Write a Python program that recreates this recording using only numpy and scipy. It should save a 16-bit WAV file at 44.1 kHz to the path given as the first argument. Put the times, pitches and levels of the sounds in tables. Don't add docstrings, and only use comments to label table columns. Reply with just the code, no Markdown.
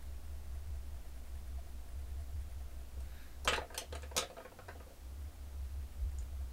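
import sys
import numpy as np
from scipy import signal
from scipy.fft import rfft, irfft
from scipy.io import wavfile
from scipy.ndimage import uniform_filter1d

SR = 44100
rng = np.random.default_rng(int(sys.argv[2]) if len(sys.argv) > 2 else 0)


def inscribe(sig):
    pcm = np.round(np.clip(np.atleast_2d(sig).T, -1, 1) * 32767)
    wavfile.write(sys.argv[1], SR, pcm.astype(np.int16))


N = 287532

# frequency in Hz, relative density in dB per Hz.
HISS_SPECTRUM = [(74, -49), (125, -2), (234, 0.5), (269, 0.5), (428, -5.5), (668, -4.5), (1040, -10.5),
                 (1380, -11), (1690, -13.5), (2340, -15), (15600, -20)]
HISS_DB = -61.5

# time in seconds, level in dB, pitch in Hz.
WOBBLE_CURVE = [(0, -47.5, 62.4), (.25, -49.5, 70.86), (.7, -44, 69.65), (1.1, -52, 62.3),
                (1.55, -44, 66.44), (1.85, -53.5, 62), (2.0, -43.5, 65), (2.4, -44.5, 70), (2.9, -50.5, 62),
                (3.04, -44, 66), (3.29, -58, 65.4), (3.45, -45.5, 67), (3.62, -47, 68), (3.69, -64, 69.1),
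                (3.75, -51, 69.9), (3.83, -64, 70.8), (3.92, -45, 71.4), (4.1, -46.5, 71),
                (4.38, -67.5, 70.2), (4.54, -62.5, 90.2), (4.65, -56, 89.7), (4.8, -49.5, 67.4),
                (4.97, -64.5, 66), (5.04, -48, 65.2), (5.28, -45, 70.2), (5.37, -56, 77.2),
                (5.45, -45.5, 67.5), (5.79, -42, 66.5), (5.95, -54, 69.8), (6.04, -35, 64), (6.2, -44, 65),
                (6.52, -42.5, 64.4)]
THROB_DEPTH, THROB_LEAD = 0.39, 0.26

# time in seconds, level in dB.
SHAKE_CURVE = [(0.0, -49.5), (0.23, -48), (3.32, -50.5), (4.03, -64), (4.65, -63), (4.88, -60.5),
               (5.96, -52.5), (6.52, -55)]
SWAY_HZ = 11

# start in seconds, end in seconds, middle of a push stroke in seconds,
# strokes per second, pressure as a level in dB before the stroke's own swell.
SHADING_SPELLS = [(-.1, 3.08, 0.045, 9.73, -70.5), (5.15, 6.6, 6.13, 10.1, -74.5)]
# frequency in Hz, width in Hz, relative level in dB.
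LEAD_MODES = [(1850, 690, 1), (9400, 3100, -1), (290, 280, -19)]
# frequency in Hz, width in Hz, relative level in dB.
BOARD_MODES = [(684, 24, 0)]

# time of the blow in seconds, then relative levels in dB of table, pencil shaft
# and lacquer click, then the favoured ring in Hz.
KNOCK_ROWS = [(2.9708, -55, -75, -70, 2640), (3.0036, -66, -66, -56, 8400), (3.447, -60, -59, -40, 11200),
              (3.452, -34.5, -60, -63, 6040), (3.4751, -30, -16.5, -34, 3100),
              (3.4832, -41, -33.5, -34.5, 2700), (3.5047, -59, -48, -53, 2870),
              (3.5233, -31.5, -58, -45, 2750), (3.5323, -47, -22, -43, 3230), (3.5405, -46, -38, -48, 4030),
              (3.5607, -50, -43, -43, 4000), (3.5767, -32, -37.5, -61, 3080),
              (3.6155, -38.5, -43, -72, 2300), (3.7023, -44.5, -51, -77, 2300),
              (3.7225, -50, -50, -75, 2390), (3.744, -45, -42, -46, 4440),
              (3.7768, -44.5, -40.5, -29, 4430), (3.8143, -45.5, -51, -52, 6370),
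              (3.9246, -42, -40, -54, 3960), (3.9509, -43.5, -44.5, -47.5, 3900),
              (4.0208, -53, -53, -57, 8150), (4.0308, -46.5, -46, -58, 2480), (4.1123, -42, -55, -72, 2670),
              (4.153, -43, -58, -72, 2600), (4.1647, -30.5, -33, -26.5, 5250),
              (4.1774, -31.5, -30, -27, 3720), (4.2238, -39.5, -40, -51, 3700),
              (4.2996, -43.5, -46.5, -69, 2540), (4.3674, -44, -47.5, -78, 4004),
              (4.3793, -46, -50, -70, 2400), (4.402, -43, -48, -75, 2380),
              (4.4497, -45.5, -41.5, -78, 2380), (4.517, -51, -57, -75, 2560),
              (4.588, -48.5, -48, -66, 2270), (4.6824, -42.5, -46.5, -59.5, 4000),
              (4.6879, -57, -41, -67, 1450), (4.751, -50, -61, -84, 3074), (4.8012, -50, -53, -77, 2504),
              (4.864, -55, -69, -75, 2600), (4.9049, -50.5, -67, -75, 2740)]
# nominal frequency in Hz, relative level in dB, t60 (time to fall 60 dB) in seconds.
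RING_MODES = [(161.7, -10, 0.027), (363, -19, 0.015), (526, -3, 0.043), (544, 4.5, 0.025), (675, 11, 0.019),
              (937, 7, 0.019), (1117, -1.5, 0.034), (1250, 7, 0.015), (1505, 7, 0.0096),
              (1760, -0.5, 0.013), (2680, 2.5, 0.0074), (3085, 2, 0.0068), (3680, -7, 0.0085),
              (4000, -1, 0.019), (4300, -2, 0.019), (5080, -10, 0.027), (5500, -3, 0.0046),
              (6300, -3, 0.021), (7170, 4.5, 0.0065), (7840, 5.5, 0.0061), (8000, 0, 0.0033),
              (8740, 5.5, 0.0065), (9420, 4, 0.016), (12100, -7, 0.015)]
ZONES_HZ = [650, 1600, 3200, 6300, 10000]
OVERTONE_SHARE, OVERTONE_DB, TIP_DB = 0.41, 1, -4
KNOCK_DELAY_S, DIRECT_DB = .0008, 3

# delay in seconds, level in dB.
ECHO_PATHS = [(.0012, -6), (.0027, -5), (.0046, -7)]
# frequency in Hz, t60 in seconds.
ROOM_DECAY = [(200, 0.24), (600, 0.14), (2000, 0.2), (5000, 0.17), (10000, 0.13), (15000, 0.16)]

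# time in seconds, level in dB.
SLIDE_CURVE = [(3.0, -73), (3.214, -61.5), (3.394, -76), (3.42, -70)]
# frequency in Hz, width in Hz, relative level in dB.
SKIN_MODES = [(1650, 260, 2), (2200, 760, -1), (3720, 380, -4), (11700, 870, -3)]

TICK_S, TICK_DB, TICK_HZ, TICK_T60 = 6.1865, -43, 7380, .012
EDGE_HZ = 15800


def amp(db):
    return 10 ** (np.asarray(db) / 20)


def evened(x):
    return x / np.sqrt(np.mean(x ** 2) + 1e-20)


def read(points, hz):
    f, value = np.transpose(points)
    return np.interp(np.log(hz + 1), np.log(f + 1), value)


def follow(rows):
    s, *columns = np.transpose(rows)
    return [np.interp(np.arange(N) / SR, s, column) for column in columns]


def spell(rows, sound):
    t = np.arange(N) / SR
    fade = np.clip(np.minimum(t - rows[0][0], rows[-1][0] - t) / 0.049, 0, 1)
    return fade * amp(follow(rows)[-1]) * sound


def stroke_count(first, per_s):
    return (np.arange(N) / SR - first) * per_s


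def resonate(x, hz, width):
    b, a = signal.iirpeak(hz, hz / width, SR)
    return signal.lfilter(b, a, x)


def rubbed(modes, grit_db):
    unevenness = evened(uniform_filter1d(rng.standard_normal(N), size=300))
    grain = rng.standard_normal(N) * amp(grit_db * unevenness)
    return evened(sum(amp(db) * evened(resonate(grain, hz, width)) for hz, width, db in modes))


def hiss():
    hz = np.fft.rfftfreq(N, 1 / SR)
    spectrum = rfft(rng.standard_normal(N)) * amp(read(HISS_SPECTRUM, hz))
    return amp(HISS_DB) * evened(irfft(spectrum, N))


def wobble():
    level_db, hz = follow(WOBBLE_CURVE)
    drift = uniform_filter1d(uniform_filter1d(rng.standard_normal(N), size=1500), size=1500)
    drift = 0.71 * evened(drift)
    mode = np.sqrt(2) * np.sin(2 * np.pi * np.cumsum(hz) / SR + drift)
    skirt = resonate(resonate(rng.standard_normal(N), 76.5, 30), 76.5, 30)
    skirt = evened(resonate(skirt, 89, 40))
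    throb = np.ones(N)
    for start, end, first, per_s, _ in SHADING_SPELLS:
        strokes = stroke_count(first, per_s)
        swell = THROB_DEPTH * np.cos(np.pi * (strokes + THROB_LEAD))
        throb -= spell([(start, 0), (end, 0)], swell)
    return amp(level_db) * (throb * mode + amp(-14.5) * skirt)


def shake():
    level_db = follow(SHAKE_CURVE)[0]
    sway = np.sqrt(2) * np.sin(2 * np.pi * SWAY_HZ * np.arange(N) / SR)
    deep = evened(resonate(resonate(rng.standard_normal(N), 32.4, 30), 32.4, 30))
    deep_db = .6 * (level_db + 55.5) - 57.0
    return amp(level_db) * sway + amp(deep_db) * deep


def shading():
    scratch = rubbed(LEAD_MODES, grit_db=5.0)
    board = rubbed(BOARD_MODES, grit_db=4.5)
    out = np.zeros(N)
    for start, end, first, per_s, pressure_db in SHADING_SPELLS:
        strokes = stroke_count(first, per_s)
        speed = np.cos(np.pi * strokes) ** 2
        dig = 1 - 0.32 * np.cos(np.pi * strokes)
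        pull = dig * np.cos(np.pi * (strokes + 0.082)) ** 4
        strokes_heard = speed * scratch + amp(1.5) * pull * board
        out += spell([(start, pressure_db), (end, pressure_db)], strokes_heard)
    return out


def ring(t, best_hz, zones, spot, detune):
    hz, mode_db, t60 = np.transpose(RING_MODES)[:, :, None]
    favour_db = 8.5 * np.exp(-(np.log(hz / best_hz) / 0.055) ** 2)
    size = amp(read(zones, hz) + mode_db + favour_db + 3.43 * spot - 12.0)
    rise = 1 - np.exp(-t * hz / 0.49)
    tone = np.sin(2 * np.pi * hz * (1 + 0.029 * detune) * t)
    return (size * rise * amp(-60 * t / t60) * tone).sum(0)


def crack(t, best_hz, zones, grit):
    bins = np.fft.rfftfreq(512, 1 / SR) + 1
    impact = (t == 0) + 0.58 * grit * amp(-60 * t / 0.012)
    impact = np.roll(impact, 64)
    favour_db = 6.8 * np.exp(-(np.log(bins / best_hz) / 0.064) ** 2)
    colour_db = favour_db - 12.0 * np.exp(-bins / 500) - 12.0 * (bins / 15000) ** 4
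    return irfft(rfft(impact) * amp(read(zones, bins) + colour_db + 6.0))


def knocks():
    t, out = np.arange(SR // 8) / SR, np.zeros((2, N + SR))
    paths = np.array([[amp(DIRECT_DB)], [1]])
    chance = rng.standard_normal((len(KNOCK_ROWS), 2, len(RING_MODES), 1))
    grits = rng.standard_normal((len(KNOCK_ROWS), 512))
    for row, (spot, detune), grit in zip(KNOCK_ROWS, chance, grits):
        s, table_db, shaft_db, click_db, best_hz = row
        overtone_db = shaft_db + OVERTONE_SHARE * (click_db - shaft_db) + OVERTONE_DB
        levels = (table_db, shaft_db, overtone_db, click_db, click_db + TIP_DB)
        zones = list(zip(ZONES_HZ, levels))
        at = round((s + KNOCK_DELAY_S) * SR)
        out[:, at:at + len(t)] += paths * ring(t, best_hz, zones, spot, detune)
        out[:, at - 64:at + 448] += paths * crack(t[:512], best_hz, zones, grit)
    return out[:, :N]


def echoes(x):
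    out = np.zeros(N)
    for k, (s, db) in enumerate(ECHO_PATHS):
        out += (-1) ** k * amp(db) * np.roll(x, round(s * SR))
    return out


def room(x):
    places = np.arange(100, SR // 2, 20)
    out, turn = np.zeros(N), 2 * np.pi * 7.3 * np.arange(N) / SR
    for k in range(3):
        taps = np.zeros(SR // 2 + 20)
        taps[places + rng.integers(0, 20, len(places))] = rng.choice([-1., 1.], len(places))
        hz, t, z = signal.stft(taps, SR, nperseg=256)
        decay = amp(-60 * t / read(ROOM_DECAY, hz)[:, None])
        tail = signal.istft(z * decay, SR, nperseg=256)[1]
        share = np.sqrt(2 / 3) * np.cos(turn + k * np.pi / 3)
        out += signal.oaconvolve(x * share, tail / np.linalg.norm(tail))[:N]
    return out


def slide():
    return spell(SLIDE_CURVE, rubbed(SKIN_MODES, grit_db=1.0))


def tick():
    t = np.clip(np.arange(N) / SR - TICK_S, 0, 1)
    lower = np.sin(2 * np.pi * TICK_HZ * 0.955 * t)
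    upper = 0.52 * np.sin(2 * np.pi * TICK_HZ * 1.14 * t)
    return amp(TICK_DB - 60 * t / TICK_T60) * (lower + upper)


def scene():
    direct, blows = knocks()
    dulled = signal.lfilter(*signal.butter(1, 8000, fs=SR), blows)
    snap = tick()
    reverberant = amp(7.0) * room(dulled + amp(-9.0) * snap)
    struck = direct + echoes(direct) + reverberant + snap
    return (hiss() + wobble() + shake() + shading() + struck + slide())[None]


def record(dry):
    lowpass = signal.firwin(511, EDGE_HZ, window=("kaiser", 9), fs=SR)
    return signal.oaconvolve(dry, lowpass[None], "same")


dry = scene()
out = record(dry)
inscribe(out)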